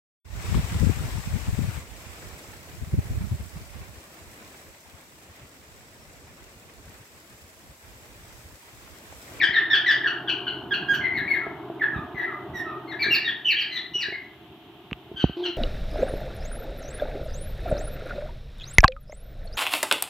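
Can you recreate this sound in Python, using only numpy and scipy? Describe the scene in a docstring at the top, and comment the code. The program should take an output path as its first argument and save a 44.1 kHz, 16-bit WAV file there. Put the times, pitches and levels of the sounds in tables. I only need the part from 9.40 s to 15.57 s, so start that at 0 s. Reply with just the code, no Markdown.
"""A cockatiel in the living room

A cockatiel on a wooden cabinet makes chirps that end in a harsh dip, high yelps that plunge to one low
note, and soft gliding peeps. Each is a whistle whose overtones (multiples of its pitch) are shaped by
the throat and beak and ring on in the room. Its feet tap the wood, and a hand-held camera close by is
gripped, bumped and clicks. Behind it all are a low hum, a faint hiss and, at the end, a short drone."""
import sys
import numpy as np
from scipy import signal
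from scipy.fft import rfft, irfft, next_fast_len
from scipy.io import wavfile

SR = 44100
rng = np.random.default_rng(int(sys.argv[2]) if len(sys.argv) > 2 else 0)


def master_out(mix):
    """Clip the mix to full scale and print it as 16-bit PCM to the path in sys.argv[1]."""
    frames = np.transpose(np.atleast_2d(mix))
    ceiling = np.clip(frames, -1, 1)
    pcm = np.round(ceiling * 32767).astype(np.int16)
    wavfile.write(sys.argv[1], SR, pcm)


N = 272097
TIME = np.arange(N) / SR

# Levels are relative. A lean is left minus right. A ring time is how long a sound takes to fall 60 dB.
# tone colour of the hiss: f/Hz, level/dB
HISS_SPECTRUM = [(1000, -39), (1600, -10.5), (2300, -8), (3100, -2), (3700, -8), (4600, -22.5),
                 (6500, -28.5), (9500, -34), (11500, -27.5), (13300, -22.5), (14400, -21.5), (15700, -29.5)]
# tone colour of the room's hum: f/Hz, level/dB
HUM_SPECTRUM = [(30, -42.5), (60, -24.5), (125, -3.5), (220, -7), (340, 11.5), (410, 7.5), (510, -17.5),
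                (620, -0.5), (720, -0.5), (1050, -4), (1600, -11), (2600, -48.5)]
# tones within the hum: f/Hz, level/dB
HUM_TONES = [(129.2, -12), (328.4, -10), (716, -13), (888, -18)]
# how loud the hum is over time: t/s, level/dB
HUM_LEVEL = [(0.0, -44), (0.47, -43.5), (0.86, -40.5), (3.55, -41.5), (4.13, -52), (5.7, -52)]
# first echoes from the cabinet top, a screen and the walls: delay/s, gain
ECHOES = [(.0021, 0.1), (.0062, 0.42), (0.0099, 0.35), (0.0171, 0.18)]
# how long the room rings: f/Hz, ring time/s
ROOM_RING = [(300, 0.94), (1700, 0.48), (3000, 0.46), (5000, 0.36), (8000, 0.21), (14000, 0.18)]
# fingers shift on the camera: t/s, level/dB, rise and fall time/s
FINGER_SHIFTS = [(1.52, -42.5, 0.34), (2.6, -37.5, .045), (3.15, -43, 0.073), (3.72, -54, 0.15)]
# the hand bumps the camera: t/s, level/dB, contact time/s
BUMPS = [(.091, -29, 0.0027), (1.776, -29, 0.0026), (1.813, -31, 0.0033), (2.559, -21.5, 0.0052),
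         (2.588, -24.5, 0.003), (2.744, -27.5, 0.0021), (5.5195, -19, 0.0016), (5.743, -32.5, 0.004),
         (5.841, -0.5, 0.0011), (5.896, -19, 0.0011)]
# notes at which the camera's body rings: f/Hz, level/dB, ring time/s
BODY_NOTES = [(64.4, -1.5, 0.066), (153, 10.5, 0.025), (250, 1.5, 0.033), (720, -3.5, 0.028)]
# dry clicks of the camera's shell: t/s, level/dB, contact time/s
CLICKS = [(5.5125, -24, 0.00047), (5.5302, -16, 0.00032)]
# notes at which the shell rings: f/Hz, level/dB, ring time/s
SHELL_NOTES = [(1230, -8, 0.019), (2470, -4, 0.018), (2810, 22, 0.0066), (3280, -3, 0.012)]
# feet land on the cabinet: t/s, level/dB, contact time/s
STEPS = [(2.067, -20, 0.00069), (2.3, -21, 0.00079), (3.664, -24.5, 0.0016), (3.684, -25, 0.0023),
         (3.708, -24, 0.0019), (4.554, -31, 0.002), (4.684, -28.5, 0.0018), (4.724, -28.5, 0.0011),
         (5.715, -26.5, 0.0018)]
# notes at which the wood rings: f/Hz, level/dB, ring time/s
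WOOD_NOTES = [(190, -7, 0.01), (379, -2.5, 0.045), (676, -2, 0.031), (950, -33.5, .015)]
# how the throat and beak boost or weaken each frequency: f/Hz, gain/dB
THROAT_GAIN = [(1200, 2), (1750, 9), (2300, 6), (3000, 9), (3700, 8), (4300, 2.5), (4800, -15.5),
               (5300, -14), (6150, -23.5), (6800, -33.5), (7800, -27), (9500, -40.5), (11000, -13),
               (12200, -30), (13800, -1.5), (15700, -24.5)]
# a narrow boost that moves as the beak opens: t/s, f/Hz
BEAK_RESONANCE = [(.46, 5010), (.65, 5510), (1.5, 6750), (3.7, 5990), (4.4, 5770), (5.8, 6000)]
# strength of the calls' very highest treble: t/s, gain/dB
TOP_TREBLE = [(.4, -19), (1.5, -6.5), (1.9, 15.5), (3.2, -3.5), (3.7, -3.5), (4.1, 2), (4.5, -14),
              (6.17, -20)]
# tone colour of air rushing through the beak: f/Hz, level/dB
BREATH_SPECTRUM = [(500, -39), (1300, 9), (2700, 10.5), (4200, 2.5), (6000, -29.5), (9500, -45.5)]
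# the bird faces the left microphone, then the camera comes round: t/s, lean of the overtones/dB
FACING = [(0, 6), (1.2, 5), (2, 2.5), (3.7, 1), (6.17, 2.5)]
# chirps (sheen is extra treble above about 5 kHz):
# t/s, length/s, first f/Hz, settled f/Hz, level/dB, overtones/dB, sheen/dB, lean/dB
CHIRPS = [ (0, 0.045, 2510, 1762, -15, -14, 13, 3.5), (.13, 0.062, 2162, 1780, -16.5, -9.5, -0.5, 1),
          (0.301, .054, 1860, 1710, -15, -5, 9.5, -4.5), (0.461, .058, 2055, 1737, -15.5, -12, 18, 0.5),
          (0.635, 0.046, 1923, 1626, -19.5, -19, 7, -1.5), (0.875, .027, 1760, 1608, -20.5, 1.5, 2, -2),
          (1.066, .021, 1520, 1590, -25, -0.5, -15, -1.5), (1.308, .038, 1706, 1605, -24, -6, 8.5, -6),
          (1.48, .074, 1641, 1610, -20.5, -15, 22, -5), (3.844, 0.051, 1918, 1838, -24, -3, 0.5, 2),
          (4.31, 0.072, 2043, 2013, -29.5, 4.5, 3, 4.5), (5.761, 0.066, 1568, 1549, -28.5, 10, 7.5, 0),
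          (6.03, 0.036, 1702, 1563, -25, 14, 9.5, -1)]
# yelps: t/s, length/s, high note's length/s, first f/Hz, last high f/Hz,
# level/dB, low note's level/dB, overtones/dB, sheen/dB, lean/dB
YELPS = [ (1.738, 0.067, 0.029, 2154, 2179, -25.5, -22, -17, 3, 2.5),
         (1.877, 0.09, 0.06, 2212, 2060, -23, -26.5, -22, 5, 5),
         (2.396, 0.045, 0.011, 2134, 2030, -34, -14.5, -49, 10, -1.5),
         (3.474, 0.073, 0.035, 2112, 2102, -37, -29.5, -8.5, 2, 5),
         (3.594, .077, 0.023, 2330, 2362, -21, -22.5, 1.5, 0, 2),
         (3.701, 0.073, 0.029, 2814, 2746, -20.5, -26, 3.5, 0.5, -1.5),
         (4.047, 0.29, 0.049, 3029, 2620, -18, -32.5, -2.5, -4.5, 0),
         (4.165, 0.11, 0.028, 3187, 2906, -21, -38.5, -0.5, -7, 0),
         (4.535, 0.13, 0.065, 2930, 2775, -29.5, -29, 3, 4.5, 0.5)]
# peeps: t/s, length/s, first f/Hz, last f/Hz, level/dB, overtones/dB, sheen/dB, lean/dB
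PEEPS = [ (1.607, 0.071, 2130, 1989, -22, -26, -18, 5.5), (1.974, 0.098, 1420, 1267, -41.5, -28, 3.5, -3.5),
         (2.533, 0.054, 1353, 1162, -35.5, -18.5, 5.5, -2), (2.747, 0.092, 2081, 1805, -29.5, -23, 16, 6.5),
         (2.763, 0.073, 1736, 1660, -31, -29, -5, -7), (2.82, 0.05, 1980, 2052, -30, -35, 11, 4),
         (2.866, 0.067, 1374, 1180, -35, -28, 5, -1), (3.134, 0.08, 1970, 1772, -32.5, -16, 28.5, -5),
         (3.246, 0.07, 1327, 1216, -35, -22, -4, -0.5), (4.717, 0.039, 2285, 1917, -32, -25, -1, 3)]

HIGHEST_HZ = 15650


def amp(db):
    """Turns decibels into a number to multiply by."""
    return 10 ** (np.asarray(db) / 20)


def unit(x):
    """Scales a signal to an average strength (rms) of 1."""
    return x / np.sqrt(np.mean(x ** 2) + 1e-20)


def ramp(x):
    """Keeps a value between 0 and 1."""
    return np.clip(x, 0, 1)


def read(points, hz):
    """Looks up a table by frequency, blending between rows on a scale of octaves."""
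    f, value = np.transpose(points)
    return np.interp(np.log(hz + 1), np.log(f + 1), value)


def follow(rows, t):
    """Looks up a table by time, blending between rows."""
    return np.interp(t, *np.transpose(rows))


def add(mix, s, sound):
    """Adds a sound into the mix at s seconds."""
    part = mix[max(round(s * SR), 0):][:len(sound)]
    part += sound[:len(part)]


def noise(spectrum):
    """Noise of strength 1, coloured by rows of f/Hz, level/dB."""
    size = next_fast_len(N)
    gains = amp(read(spectrum, np.fft.rfftfreq(size, 1 / SR)))
    return unit(irfft(rfft(rng.standard_normal(size)) * gains)[:N])


def wander(rate_hz):
    """Random drift of strength 1, mostly slower than the rate."""
    smooth = signal.butter(2, .6 * rate_hz, fs=SR, output="sos")
    return unit(signal.sosfilt(smooth, rng.standard_normal(N)))


def pair(mid, side):
    """Makes left and right from what they share (mid) and what they do not (side)."""
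    return np.array([mid + side, mid - side])


def pan(x, lean_db):
    """Leans a sound to the left, keeping the sum of both sides the same."""
    left = amp(lean_db) / (1 + amp(lean_db))
    return 2 * x * np.reshape([left, 1 - left], (2, -1))


def hiss(level_db=-58.5, side_db=-2):
    """A faint steady hiss, largely unrelated between left and right."""
    return amp(level_db) * pair(noise(HISS_SPECTRUM), amp(side_db) * noise(HISS_SPECTRUM))


def hum(gain_db=1, side_db=-16, drift_hz=1.39):
    """The room's hum: a low rush with a few wavering tones in it."""
    tones = 0
    for hz, db in HUM_TONES:
        cycles = np.cumsum(hz + drift_hz * wander(7.73)) / SR
        tones += amp(db) * np.sqrt(2) * np.sin(2 * np.pi * cycles)
    level = amp(follow(HUM_LEVEL, TIME) + gain_db)
    return level * pair(noise(HUM_SPECTRUM) + tones, amp(side_db) * noise(HUM_SPECTRUM))


def room(x, tail_db=1.5, side_db=-9, build_s=0.0041):
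    """The room answers with a few echoes, then a wash of them that is much alike on both sides."""
    hz, t, bands = signal.stft(rng.standard_normal((2, SR)), SR, nperseg=256)
    fade = amp(-60 * t / read(ROOM_RING, hz)[:, None])
    tail = signal.istft(bands * fade, SR, nperseg=256)[1]
    tail *= 1 - np.exp(-(np.arange(tail.shape[1]) / SR / build_s) ** 2)
    mid, side = amp(tail_db) * tail / np.linalg.norm(tail[0])
    for delay, gain in ECHOES:
        add(mid, delay, np.array([gain]))
    return signal.fftconvolve(np.atleast_2d(x), pair(mid, amp(side_db) * side), axes=1)[:, :N]


def drone(start_s=5.966, length_s=.142, pitch_hz=342, level_db=-32.5, throb_hz=34, fade_s=0.004):
    """A low throbbing tone with a little rush; its pitch and level rise and fall in one arch."""
    t = TIME - start_s
    arch = np.sin(np.pi * ramp(t / length_s))
    phase = 2 * np.pi * np.cumsum(pitch_hz * (1 + 0.0487 * arch)) / SR
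    tone = unit(np.sin(phase) + amp(-20) * np.sin(2 * phase))
    gate = ramp(t / fade_s) * ramp((length_s - t) / fade_s)
    throb = 1 + 0.27 * np.sin(2 * np.pi * throb_hz * t)
    rush = amp(-15) * noise([(150, -18), (350, -7), (900, -3), (1600, -23.5), (4000, -8.5), (7000, -46)])
    return amp(level_db + 2 * arch) * gate * throb * (tone + rush)


def grip(rest_db=-57, lumpy_db=3):
    """Fingers on the camera make a lumpy rumble that swells each time they shift."""
    rumble = noise([(25, -25), (70, -6), (130, -3.5), (250, -4.0), (500, -21), (2000, -60)])
    shifts = sum(amp(db) * np.exp(-abs(TIME - s) / fade_s) for s, db, fade_s in FINGER_SHIFTS)
    return rumble * (amp(rest_db) + shifts) * amp(lumpy_db * wander(36))


def knocks(blows, notes):
    """Each blow is a short push that makes an object ring; a longer contact sounds duller."""
    out, t = np.zeros(N), np.arange(SR // 4) / SR
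    ring = sum(amp(db - 60 * t / ring_s) * np.cos(2 * np.pi * hz * t) for hz, db, ring_s in notes)
    for s, db, contact_s in blows:
        push = np.sin(np.pi * np.minimum(t / contact_s, 1))
        sound = signal.fftconvolve(push, ring)[:len(t)]
        add(out, s, amp(db) * sound / abs(sound).max())
    return out


def handling():
    """Bumps, clicks and finger rumble reach the microphones through the camera's body."""
    return pan(knocks(BUMPS, BODY_NOTES), lean_db=-3) + knocks(CLICKS, SHELL_NOTES) + grip()


def footsteps():
    """The bird's feet tap the cabinet and the wood rings briefly."""
    return knocks(STEPS, WOOD_NOTES)


def delay_right(x, lag_s=.000019):
    """The bird's sound reaches the right microphone a moment after the left."""
    size = next_fast_len(N)
    delay = np.exp(-2j * np.pi * np.fft.rfftfreq(size, 1 / SR) * lag_s)
    return np.array([x[0], irfft(rfft(x[1], size) * delay, size)[:N]])


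def throat(hz, start, sheen_db, beak_db=9, beak_width_hz=370, sheen_hz=4850, top_hz=9450):
    """How many dB the throat and beak add to each frequency of one call."""
    beak = beak_db * np.exp(-((hz - follow(BEAK_RESONANCE, start)) / beak_width_hz) ** 2)
    sheen = (sheen_db - 3) / (1 + (sheen_hz / hz) ** 16)
    top = follow(TOP_TREBLE, start) * (hz > top_hz)
    return read(THROAT_GAIN, hz) + beak + sheen + top


def peep(start, length, first_hz, last_hz, level_db, overtone_db, sheen_db, lean_db):
    """Shape of a peep: a soft, nearly pure glide, loudest just past its middle."""
    age = np.arange(0, length, 1 / SR) / length
    hz = first_hz + (last_hz - first_hz) * age
    level = level_db - 7.5 * (2 * (age - 0.56)) ** 2
    return start, hz, level, overtone_db, sheen_db, lean_db


def yelp(start, length, held, first_hz, last_hz, level_db, low_db, overtone_db, sheen_db, lean_db,
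         octaves_per_s=17, low_hz=1681, sag_hz_per_s=620, fade_db_per_s=222, low_overtone_db=-27.5):
    """Shape of a yelp: a high note cracks as it plunges, then lands on a pure low note that fades."""
    t = np.arange(0, length, 1 / SR)
    octaves = np.log2(last_hz / low_hz)
    plunge_s = octaves / octaves_per_s
    plunge = ramp((t - held) / plunge_s)
    landed_s = np.maximum(t - held - plunge_s, 0)
    high_hz = first_hz + (last_hz - first_hz) * ramp(t / held) ** 2
    hz = high_hz * (low_hz / last_hz) ** plunge - sag_hz_per_s * landed_s
    high = level_db - 3.5 * ramp(1 - t / 0.0098)  # a quick swell at the start
    low = low_db - fade_db_per_s * landed_s
    crack_db = 27 * octaves * np.sin(np.pi * plunge)  # a longer fall cracks more
    overtones = overtone_db + (low_overtone_db - overtone_db) * plunge ** 2 + crack_db
    return start, hz, high + (low - high) * plunge, overtones, sheen_db, lean_db


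def chirp(start, length, first_hz, settled_hz, level_db, overtone_db, sheen_db, lean_db,
          swell_db=5.5, dip_s=.021, dip_share=0.1477, fade_db=1, harsh_db=8):
    """Shape of a chirp: the pitch settles as the whistle swells, then dips into a harsh ending."""
    t = np.arange(0, length, 1 / SR)
    settle = ramp(t / max(length - dip_s, length / 10))
    dip = ramp(1 - (length - t) / dip_s)
    hz = (settled_hz + (first_hz - settled_hz) * (1 - settle) ** 1.7) * (1 - dip_share * dip)
    level = level_db - swell_db * ramp(1 - 2 * t / length) ** 2 - fade_db * dip
    overtones = overtone_db + (harsh_db - overtone_db) * dip
    return start, hz, level, overtones, sheen_db, lean_db


def cockatiel(jitter=0.0096, rasp=0.011, shimmer=0.37, hoarse=0.33, hoarse_hz=260, husk=0.18,
              onset_s=0.0015, bloom_s=0.012, release_s=.004):
    """The bird's voice box whistles each call, turning hoarser as it presses harder."""
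    out, waver, flutter = np.zeros((2, N)), wander(730), wander(140)
    breath = amp(-11) * noise(BREATH_SPECTRUM)
    k = np.arange(1, 11)[:, None]  # multiples of the pitch: 1 is the whistle, the rest are overtones
    halo = np.array([wander(hoarse_hz) + 1j * wander(hoarse_hz) for _ in k]) / np.sqrt(2)
    calls = [chirp(*row) for row in CHIRPS] + [yelp(*row) for row in YELPS]
    calls += [peep(*row) for row in PEEPS]
    for start, hz, level_db, overtone_db, sheen_db, lean_db in calls:
        t = np.arange(len(hz)) / SR
        at = (round(start * SR) + np.arange(len(hz))) % N
        age = t / t[-1]
        press = age * amp(overtone_db) / (1 + amp(overtone_db))
        hz = hz * (1 + (jitter + rasp * press) * waver[at])
        # each tone blurs into a halo of noise, more so high up and late in the call
        blur = np.minimum(hoarse * (age ** 2 + 0.099) * k ** 1.3, .95)
        grain = np.sqrt(1 - blur ** 2) + blur * halo[:, at]
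        db_per_octave = -7 - 5 * ramp(1 - t / bloom_s)  # high overtones come in late
        source_db = (k > 1) * (overtone_db + db_per_octave * np.log2(k / 2))
        gains = amp(source_db + throat(k * hz, start, sheen_db)) * (k * hz < HIGHEST_HZ)
        gains /= np.sqrt((gains ** 2).sum(0) / 2)
        whistle, *overtones = (gains * grain * np.exp(2j * np.pi * k * np.cumsum(hz) / SR)).real
        rough = sum(overtones) + (husk * age + press) * breath[at]
        # whistle and overtones bounce off the cabinet differently into each microphone
        voice = pan(whistle, lean_db) + pan(rough, follow(FACING, start))
        gate = ramp(t / onset_s) * ramp((t[-1] - t) / release_s)
        loudness = amp(level_db) * np.sin(np.pi / 2 * gate) ** 2 * (1 + shimmer * flutter[at])
        for channel, sound in zip(out, voice):
            add(channel, start, sound * loudness)
    return out


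def scene(bird_db=-4.94, step_room_db=-15, drone_room_db=-16, direct_hz=4500):
    """Bird, feet and drone echo in the room; hum, camera noises and hiss join them."""
    bird, steps, low_drone = amp(bird_db) * cockatiel(), footsteps(), drone()
    # the beak aims its treble past the camera, so that part arrives mostly by way of the walls
    direct = signal.sosfilt(signal.butter(1, direct_hz, fs=SR, output="sos"), bird)
    calls = delay_right(direct + room(bird))
    echoes = room(amp(step_room_db) * steps + amp(drone_room_db) * low_drone)
    return calls + steps + low_drone + echoes + hum() + handling() + hiss()


def record(dry, low_cut_hz=53):
    """The microphones lose the deepest bass and the highest treble."""
    thinned = signal.sosfilt(signal.butter(4, low_cut_hz, "high", fs=SR, output="sos"), dry)
    treble_cut = signal.firwin(511, HIGHEST_HZ, window=("kaiser", 9), fs=SR)
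    return signal.oaconvolve(thinned, treble_cut[None], "same")


dry = scene()
out = record(dry)
master_out(out)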